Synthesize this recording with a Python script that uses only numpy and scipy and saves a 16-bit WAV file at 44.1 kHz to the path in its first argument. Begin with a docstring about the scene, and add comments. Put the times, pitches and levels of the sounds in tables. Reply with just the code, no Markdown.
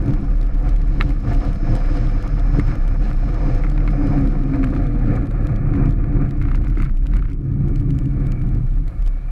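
"""A deep, shaking rumble and a rough roar: a soapbox cart coasts down an asphalt lane and slows.
We listen from a camera fixed behind the driver. The frame shakes at its lowest note, and road
stones drum through the small wheels into the floor, the shell (the body) and its panels.
The tyres hiss, crackle and hum, loose parts knock and buzz, and a brake whines near the end.
The microphone overloads and crackles at jolts and wide swings, over a faint high hiss."""
import sys
import numpy as np
from scipy import signal
from scipy.fft import rfft, irfft, next_fast_len
from scipy.io import wavfile
from scipy.ndimage import uniform_filter1d, map_coordinates

SR = 44100
rng = np.random.default_rng(int(sys.argv[2]) if len(sys.argv) > 2 else 0)


def generate_wav(sig):
    """Save sig (samples, or channels by samples) to the path in sys.argv[1] as 16-bit PCM at SR."""
    pcm = np.round(np.clip(np.atleast_2d(sig).T, -1, 1) * 32767).astype(np.int16)
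    wavfile.write(sys.argv[1], SR, pcm)


N = 410561
TIME = np.arange(N) / SR

# How loud four sounds are over time. Each row: time in seconds, level in dB.
AIR_LEVELS = [(0, -69), (2.5, -64), (5, -65.5), (6.8, -68), (7.45, -70.5), (8, -64), (9.3, -61)]
GRIT_LEVELS = [(0, -65.5), (2, -70.5), (4.5, -70), (5.3, -70.5), (6.2, -72), (6.7, -67), (7, -74),
               (7.45, -72.5), (7.8, -69), (8.6, -71.5), (9.3, -74)]
BRAKE_LEVELS = [(7.2, -90), (7.6, -65), (8.0, -65), (8.3, -55.5), (8.7, -73), (9.3, -59.5)]
FRAME_LEVELS = [(0, -14.5), (.06, -24.5), (.16, -15), (1.1, -15.5), (1.26, -22), (1.36, -15.5), (3.3, -16),
                (4.1, -17.5), (5.6, -18.5), (7.35, -15), (7.54, -24), (7.75, -19), (8.15, -20), (8.4, -19),
                (9.08, -14), (9.23, -24.5), (9.31, -23)]
# The tone colour of three sounds. Each row: frequency in Hz, boost or cut in dB.
AIR_SPECTRUM = [(500, 17), (2500, 4.5), (4500, -9), (7000, -6), (11000, -1.5), (15000, -16)]
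GRIT_SPECTRUM = [(1000, -9), (2800, 6), (5000, 1.5), (8000, -4), (11500, -4), (13500, -11), (16000, -21)]
CRACKLE_SPECTRUM = [(800, -18.5), (2000, 15), (3500, 8.5), (6000, 2), (10000, -4.5), (13000, -7.5),
                    (16000, -26.5)]

# Short, single sounds. Each row: time in seconds, peak level in dB.
OVERLOAD_CRACKLES = [(0.109, -41), (0.139, -34), (0.415, -39), (0.431, -41), (0.543, -45), (0.694, -32),
                     (0.765, -39), (0.819, -35.5), (1.012, -30), (1.02, -39), (1.027, -33), (1.094, -35),
                     (1.106, -36), (1.119, -49), (1.336, -36), (1.35, -34.5), (1.453, -36), (1.533, -37),
                     (1.56, -38), (1.755, -31), (1.766, -37), (1.863, -38), (1.973, -36), (2.072, -32.5),
                     (2.228, -33), (2.279, -35.5), (2.398, -36.5), (2.591, -36), (2.6, -32), (2.67, -37),
                     (2.684, -38), (2.757, -36), (2.881, -35), (3.106, -38), (3.133, -36), (3.288, -41),
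                     (3.346, -38), (3.55, -33.5), (3.563, -39), (3.701, -36), (3.718, -38), (3.907, -38),
                     (4.073, -38), (4.108, -45), (4.19, -40), (4.276, -37), (4.438, -41.5), (4.56, -38),
                     (4.646, -32), (4.753, -36.5), (4.843, -43), (4.87, -41), (5.157, -38), (5.165, -37),
                     (5.259, -43), (5.273, -43), (5.313, -40.5), (5.472, -35.5), (5.563, -38), (5.766, -39),
                     (5.86, -35), (5.894, -39), (5.91, -37.5), (5.926, -44.5), (6.293, -41), (6.311, -34),
                     (6.427, -36), (6.557, -34), (6.701, -38), (6.756, -42), (6.784, -39), (6.824, -30),
                     (6.845, -38), (6.853, -37), (6.974, -41), (7.07, -31.5), (7.145, -41), (7.17, -33),
                     (7.302, -44), (7.321, -43), (7.334, -41.5), (7.685, -42), (7.761, -35), (7.803, -42),
                     (7.908, -34.5), (7.99, -34), (8.059, -38.5), (8.27, -34.5), (8.322, -31.5),
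                     (8.418, -48), (8.491, -41), (8.552, -44), (8.741, -51), (8.881, -36), (9.025, -36.5),
                     (9.065, -37), (9.078, -37)]
PART_KNOCKS = [(0.136, -31), (1.003, -23), (1.022, -23), (1.038, -38), (1.106, -31), (2.596, -19),
               (2.607, -33), (2.715, -26), (3.113, -26.5), (3.637, -24), (3.645, -26), (3.666, -29),
               (3.778, -27), (3.804, -29.5), (3.877, -21), (3.886, -28), (4.021, -30), (4.178, -31),
               (4.5364, -27), (4.546, -26.5), (4.631, -24), (4.64, -20), (4.671, -31), (4.7378, -27.5),
               (4.764, -26.5), (5.738, -25), (5.754, -29), (6.041, -30), (6.125, -37), (6.415, -25.5),
               (6.421, -30.5), (6.454, -28), (6.484, -29), (6.515, -23.5), (6.547, -24), (6.577, -33),
               (6.6394, -35), (6.67, -27.5), (6.771, -28.5), (6.801, -23.5), (6.819, -37), (6.831, -25),
               (6.86, -34), (6.8945, -33.5), (7.06, -35), (7.1362, -27.5), (7.159, -32), (7.167, -31),
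               (7.193, -32.5), (7.224, -30), (7.254, -33), (7.2833, -40), (7.313, -40), (8.414, -34.5)]  # they come in quick runs under braking
PEBBLE_HITS = [(1.0104, -6.5), (1.0119, -13), (1.015, -24), (1.0197, -25)]  # one pebble and its rebounds
ROAD_BUMPS = [(0.999, -15), (1.729, -19), (2.572, -13.5), (2.587, -5), (2.597, -21), (4.636, -22),
              (6.774, -14)]
# Fits of buzzing under braking. Each row: start in seconds, length in seconds, level in dB.
RATTLE_FITS = [(6.415, 0.14, -47.5), (6.662, 0.059, -49), (6.785, 0.085, -44), (7.116, 0.042, -51),
               (7.176, 0.15, -51.5)]

# The tyres' hum on the straight, sinking as the cart slows, and again in the last bend.
# Each row: time in seconds, pitch in Hz, base level in dB.
STRAIGHT_HUM = [(3.3, 157.4, -39), (4.08, 144, -24), (4.2, 141.9, -20.5), (4.33, 138.3, -30),
                (4.42, 137.5, -30), (4.6, 133.1, -26), (4.75, 126.4, -27.5), (5.1, 118.1, -24.5),
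                (5.35, 111.3, -34), (5.8, 106.2, -37.5), (6.35, 68.2, -29), (6.7, 62.3, -22.5),
                (6.95, 57.2, -27)]
LAST_BEND_HUM = [(7.44, 136.7, -28.5), (7.55, 136.6, -24), (7.9, 136.3, -22.5), (8.18, 135.8, -24.5),
                 (8.33, 130.4, -32.5), (8.5, 122.4, -26), (8.7, 116.5, -29)]
# The pure tones (partials) in each hum. Each row: multiple of the pitch, level change in dB.
STRAIGHT_PARTIALS = [(1, 0), (2, -11), (4, -24.5), (5, -27.5)]
BEND_PARTIALS = [(1, 1), (2, -27.5), (4, -50.5)]
# Where shell and wheel strengthen the hum. Each row: frequency in Hz, width in Hz, boost in dB.
HUM_BOOSTS = [(268.2, 38, 16), (490, 23, 9)]

# Modes are the notes a part rings at; a narrow one rings longer.
# Each row: frequency in Hz, width in Hz, gain in dB.
LOOSE_PART_MODES = [(715, 110, -5), (1000, 150, -5.5), (1303, 294, 4), (1820, 300, -9), (2120, 96, -1),
                    (4330, 1300, -6.5)]
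PEBBLE_MODES = [(1220, 160, 15), (1742, 260, 12), (2170, 260, 11.5), (3690, 420, -1)]
TYRE_HISS_MODES = [(2790, 570, 10.5), (3520, 1100, -4), (4030, 680, 3), (5340, 190, -20),
                   (8160, 6800, -7.5)]
WHISTLE_MODES = [(4200, 410, -5.5), (5100, 200, 4), (5250, 110, 3), (6140, 200, -2)]
FLOOR_MODES = [(61, 34, -3), (70, 37, -1.5), (108, 18, 3.5), (134.2, 19.4, -0.5), (136, 49, -6.5)]
SHELL_MODES = [(202.6, 19.7, 6), (249.4, 33, -6.5), (278.3, 19.5, 6), (314, 14, -14.5)]
WHEEL_MODES = [(350, 29, -11), (504.8, 21, 11.5), (547, 55, 7), (656, 41, 4), (696, 24, 7), (745, 12, -10)]
PANEL_MODES = [(1010, 270, -7.5), (1212, 100, 8.5), (1351, 310, 6.5), (1688, 93, 4), (2144, 260, -3),
               (2300, 73, -9)]

# The slow course of the ride, set by speed and surface.
# Each row: time in seconds, then base levels in dB of floor boom, wheel roar and tyre hiss.
RIDE_LEVELS = [(0.0, -24.5, -42, -62), (0.45, -30, -45, -64.5), (1.15, -30.5, -47, -63.5),
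               (2.1, -25.5, -41, -56.5), (2.95, -27.5, -43.5, -61.5), (3.5, -27.5, -43, -61),
               (3.78, -28.5, -43, -63), (4.1, -25.5, -40, -61), (4.9, -26, -43.5, -67),
               (5.8, -22.5, -43, -72.5), (6.3, -23, -48.5, -73), (6.7, -23.5, -48, -72),
               (6.97, -31, -56, -76), (7.38, -25, -59, -82), (7.6, -19, -50.5, -72.5),
               (8.25, -23, -50, -75.5), (8.75, -28.5, -52.5, -71), (9.31, -37.5, -52.5, -70)]
# Rough patches of asphalt, which make the rolling louder.
# Each row: middle in seconds, length in seconds, rise in dB, extra ring of the wheels in dB.
ROUGH_PATCHES = [(0.102, 0.057, 3.5, 2), (0.677, 0.12, 4.5, 2.5), (1.028, 0.22, 5.5, 0.5),
                 (1.299, 0.12, 7.5, 1.5), (1.45, 0.18, 6, 2), (1.729, 0.21, 6.5, 2.5), (1.97, 0.15, 5, 0),
                 (2.566, 0.07, 6, 2), (2.696, 0.1, 6, -3), (3.053, 0.087, 4.5, 0), (3.28, 0.1, 3.5, 1.5),
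                 (3.503, 0.29, 6, 3), (4.074, 0.4, 4, 1.5), (4.573, 0.085, 3.5, 2), (4.793, 0.25, 3.5, 3),
                 (5.116, 0.19, 7, 4.5), (5.489, 0.2, 4.5, 1.5), (5.793, 0.24, 6.5, -1),
                 (6.223, 0.23, 5.5, 3), (6.801, 0.059, 6.5, -2), (7.135, 0.17, 5, 4), (7.672, 0.063, 2, 2),
                 (8.24, 0.18, 4.5, -0.5), (8.504, 0.24, 4, 0.5)]
# Nudges to the push on the shell and to the panels' rasp. Each row: time in seconds, change in dB.
SHELL_NUDGES = [(0, -1.5), (2.6, -5.5), (4.1, -0.5), (4.9, -1), (5.8, -3), (6.7, -3.5), (7.6, -2),
                (9.3, -6)]
PANEL_NUDGES = [(0, -1.5), (3.4, -0.5), (4.1, -1.5), (5.1, 0.5), (5.8, -0.5), (6.2, 2.5), (6.6, -1.5),
                (7.4, 0.5), (8.2, 0), (9.3, 0.5)]


def undb(db):
    """Turn decibels into a number to multiply by."""
    return 10 ** (np.asarray(db) / 20)


def unit(x):
    """Scale a sound so its average strength (rms) is 1."""
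    return x / np.sqrt(np.mean(x ** 2))


def curves(table):
    """Join a table's rows with straight lines in time, giving one curve per value column."""
    times, *columns = np.transpose(table)
    return [np.interp(TIME, times, column) for column in columns]


def wander(rate):
    """A smooth random curve, about 1 in size, that turns about `rate` times a second."""
    hold = max(int(SR / rate), 1)
    steps = np.repeat(rng.standard_normal(N // hold + 1), hold)
    return unit(uniform_filter1d(steps, hold)[:N])


def cut(x, hz, keep, order=4):
    """Keep the "low" or "high" side of a frequency; a higher order cuts more sharply."""
    return signal.sosfilt(signal.butter(order, hz, keep, fs=SR, output="sos"), x)


def ring(force, modes):
    """The sound of a part ringing at its modes when a force pushes it."""
    return sum(undb(db) * signal.lfilter(*signal.iirpeak(hz, hz / width, fs=SR), force)
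               for hz, width, db in modes)


def colour(x, spectrum):
    """Turn a sound's low and high frequencies up or down along a smooth curve."""
    hz, db = np.transpose(spectrum)
    size = next_fast_len(len(x))
    freqs = np.fft.rfftfreq(size, 1 / SR) + 1
    gain = undb(np.interp(np.log(freqs), np.log(hz), db))
    return irfft(rfft(x, size) * gain, size)[:len(x)]


def spikes(rate, spread_db, patchy_db, patch_rate):
    """About `rate` tiny, uneven spikes a second, in stronger and weaker patches."""
    hits = (rng.random(N) < rate / SR) * rng.choice([-1, 1], N)
    return hits * undb(spread_db * rng.standard_normal(N) + patchy_db * wander(patch_rate))


def blow(decay_s, scrape, size=4096):
    """The force of one blow: a sharp strike and a dying scrape."""
    force = scrape * rng.standard_normal(size) * np.exp(-np.arange(size) / SR / decay_s)
    force[0] += 1
    return force


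def add(track, start_s, sound, peak_db):
    """Mix a short sound into a track."""
    start = int(start_s * SR)
    track[start:start + len(sound)] += (undb(peak_db) * sound / np.abs(sound).max())[:N - start]


def wobbly_phase(hz, wander_hz, wander_rate):
    """The growing angle of a vibration whose pitch wanders; its sine is a tone."""
    return 2 * np.pi * np.cumsum(hz + wander_hz * wander(wander_rate)) / SR


def flex(x):
    """Changing load bends a part's ringing up and down, here at random by about 1.5 percent."""
    shift = cut(np.cumsum(0.015 * wander(9)), 1.0, "high", order=1)
    return map_coordinates(x, [np.arange(N) + shift], mode="mirror")


def air():
    """A faint high hiss whose level wavers slightly."""
    db, = curves(AIR_LEVELS)
    return undb(db + 1.3 * wander(16)) * unit(colour(rng.standard_normal(N), AIR_SPECTRUM))


def grit():
    """Single grains snap under the tyres, each with a tiny scrape of its own."""
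    db, = curves(GRIT_LEVELS)
    grains = spikes(rate=75, spread_db=5, patchy_db=3, patch_rate=20)
    snaps = np.tanh(np.abs(grains) / 4)  # tames the biggest ones
    decay_s = 0.0005
    tails = signal.lfilter([1], [1, -np.exp(-1 / (decay_s * SR))], snaps)
    scrapes = tails * rng.standard_normal(N)
    return undb(db) * unit(colour(scrapes, GRIT_SPECTRUM))


def brake():
    """Light rubbing makes the brake ring at one mode: a thin, unsteady whine."""
    db, = curves(BRAKE_LEVELS)
    gain = undb(db + 1.5 * wander(27))
    mode = [(2270, 150, 0)]
    whine = ring(ring(rng.standard_normal(N), mode), mode)
    return gain * unit(flex(whine))


def crackle(rise_s, spread_db, size=1024):
    """A tiny burst of noise that swells and stops abruptly, halfway through the returned sound."""
    time_left = (size // 2 - np.arange(size)) / SR
    swell = np.exp(-np.abs(time_left) / rise_s) * (time_left >= 0)
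    return swell * rng.standard_normal(size) * undb(spread_db * rng.standard_normal(size))


def overload(cart):
    """The microphone overloads: it crackles at the listed jolts and, faintly, at wide swings."""
    excess = np.clip(np.abs(cart) - 0.22, 0, 0.1)  # small swings do nothing
    clicks = spikes(rate=500, spread_db=3, patchy_db=2, patch_rate=200)
    clicks = unit(colour(clicks, CRACKLE_SPECTRUM))
    crackles = np.zeros(N)
    for s, db in OVERLOAD_CRACKLES:
        burst = colour(crackle(rise_s=0.0021, spread_db=2.5), CRACKLE_SPECTRUM)
        add(crackles, s - len(burst) / SR / 2, burst, db)
    return crackles + undb(-41.5) * excess * clicks


def loose_part(force):
    """A loose part hits the body: a hollow clack with a bright edge, a bit different at each spot."""
    chance = rng.standard_normal((len(LOOSE_PART_MODES), 2))
    modes = [(hz * np.exp(0.033 * detune), width, db - 0.5 * soften)
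             for (hz, width, db), (detune, soften) in zip(LOOSE_PART_MODES, chance)]
    hollow = cut(cut(ring(force, modes), 2650, "low", order=5), 850, "high", order=3)
    edge = cut(cut(force, 2800, "high"), 6500, "low", order=2)
    return unit(hollow) + undb(-27) * unit(edge)


def rattles():
    """Braking makes the cart judder, so loose parts buzz between their knocks."""
    gain = np.zeros(N)
    taps = spikes(rate=1200, spread_db=5, patchy_db=1.5, patch_rate=68)
    for start, length, db in RATTLE_FITS:
        outside_s = np.maximum(np.abs(TIME - start - length / 2) - length / 2, 0)
        gain += undb(db) * np.exp(-outside_s / 0.02)  # quick fade at both ends
    return gain * unit(loose_part(taps))


def knocks():
    """Loose parts clack, a flung pebble cracks against the body, and bumps thump shell and floor."""
    out = np.zeros(N)
    for s, db in PART_KNOCKS:
        add(out, s, loose_part(blow(decay_s=0.0028, scrape=0.16)), db)
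    for s, db in PEBBLE_HITS:
        crack = ring(blow(decay_s=0.0006, scrape=0.08), PEBBLE_MODES)
        add(out, s, cut(cut(crack, 3950, "low", order=10), 950, "high"), db)
    for s, db in ROAD_BUMPS:
        force = blow(decay_s=0.0072, scrape=0.04)
        thump = ring(force, SHELL_MODES) + undb(4) * ring(force, FLOOR_MODES)
        add(out, s, cut(thump, 380, "low"), db)
    return out


def tyre_hum(course, partials, wander_hz):
    """The rolling tread sings a fluttering note; each partial swells near a mode of shell or wheel."""
    hz, db = curves(course)
    inside_s = np.minimum(TIME - course[0][0], course[-1][0] - TIME)
    fade = np.clip(inside_s / 0.037, 0, 1)
    phase = wobbly_phase(hz, wander_hz, wander_rate=56)
    hum = np.zeros(N)
    for multiple, partial_db in partials:
        boost_db = sum(rise / (1 + (2 * (multiple * hz - centre) / width) ** 2)
                       for centre, width, rise in HUM_BOOSTS)
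        flutter = undb(3 * wander(45))
        hum += undb(partial_db + boost_db) * unit(np.sin(multiple * phase) * flutter)
    return fade * undb(db) * hum


def tread():
    """The tread hisses as it leaves the road; at high speed part of the hiss turns into a whistle."""
    sand = spikes(rate=14000, spread_db=4.5, patchy_db=1.5, patch_rate=47)
    hiss = cut(cut(ring(sand, TYRE_HISS_MODES), 7500, "low"), 2600, "high")
    whistle = flex(ring(rng.standard_normal(N), WHISTLE_MODES))
    whistle = cut(cut(whistle, 6700, "low", order=8), 4000, "high")
    _, _, hiss_db = curves(RIDE_LEVELS)
    share = np.interp(hiss_db, [-67, -60], [0.01, 0.45])  # the hiss level stands in for speed
    return np.sqrt(1 - share) * undb(2) * unit(hiss) + np.sqrt(share) * unit(whistle)


def road_levels():
    """Levels in dB of floor, shell, wheels, panels and tread; each rough patch swells in all five."""
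    rough_db = ring_db = 0
    for middle, length, rise_db, extra_db in ROUGH_PATCHES:
        swell = np.exp(-(2 * (TIME - middle) / length) ** 2)
        rough_db += rise_db * swell
        ring_db += extra_db * swell
    boom_db, roar_db, hiss_db = [db + rough_db for db in curves(RIDE_LEVELS)]
    # The shell follows the floor, and the wheels a little, but grows faster than they do.
    push_db = boom_db + 0.2 * (roar_db - boom_db) + curves(SHELL_NUDGES)[0]
    growth, pivot_db = 1.13, -33
    drone_db = pivot_db + growth * (push_db - pivot_db)
    # The panels follow the wheels, and the tread a little.
    rasp_db = roar_db + 0.13 * (hiss_db - roar_db) + curves(PANEL_NUDGES)[0]
    return boom_db, drone_db, roar_db + ring_db, rasp_db, hiss_db


def rolling():
    """Road stones make the floor boom, the shell drone, the wheels roar and the panels rasp."""
    boom_db, drone_db, roar_db, rasp_db, hiss_db = road_levels()
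    # Long lumps in the road move the heavy parts; small stone chips move the light ones.
    lumps = spikes(rate=3000, spread_db=2, patchy_db=1.44, patch_rate=28)
    chips = spikes(rate=3400, spread_db=1.5, patchy_db=1.5, patch_rate=55)
    floor = cut(cut(ring(lumps, FLOOR_MODES), 168, "low", order=6), 45, "high")
    shell = cut(cut(ring(lumps, SHELL_MODES), 370, "low", order=5), 182, "high")
    wheels = cut(cut(flex(ring(chips, WHEEL_MODES)), 950, "low"), 420, "high")
    panels = cut(cut(ring(chips, PANEL_MODES), 2500, "low", order=20), 780, "high")
    return (unit(floor) * undb(boom_db) + unit(shell) * undb(drone_db) + unit(wheels) * undb(roar_db)
            + unit(panels) * undb(rasp_db) + tread() * undb(hiss_db))


def frame():
    """The frame swings at its lowest mode; the road pushes it off its beat, so the swing falters."""
    db, = curves(FRAME_LEVELS)
    falter = np.exp(-0.6 * np.maximum(wander(22), 0) ** 2)
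    swing = unit(falter * np.sin(wobbly_phase(hz=34.97, wander_hz=3.226, wander_rate=13)))
    sway = unit(ring(rng.standard_normal(N), [(27, 39, 0)]))  # a loose rumble around 27 Hz
    return undb(db) * unit(swing + undb(-6.5) * cut(sway, 62.6, "low"))


def scene():
    """Everything rides along with the listener, in the open with no echo, on one channel."""
    straight_hum = tyre_hum(STRAIGHT_HUM, STRAIGHT_PARTIALS, wander_hz=2.796)
    bend_hum = tyre_hum(LAST_BEND_HUM, BEND_PARTIALS, wander_hz=3.6)
    cart = frame() + rolling() + straight_hum + bend_hum + knocks() + rattles()
    return (cart + brake() + grit() + air() + overload(cart))[None]


def record(dry):
    """The camera cuts off the highest treble, above 15650 Hz."""
    return signal.sosfilt(signal.ellip(8, 0.2, 70, 15650, fs=SR, output="sos"), dry)


dry = scene()
out = record(dry)
generate_wav(out)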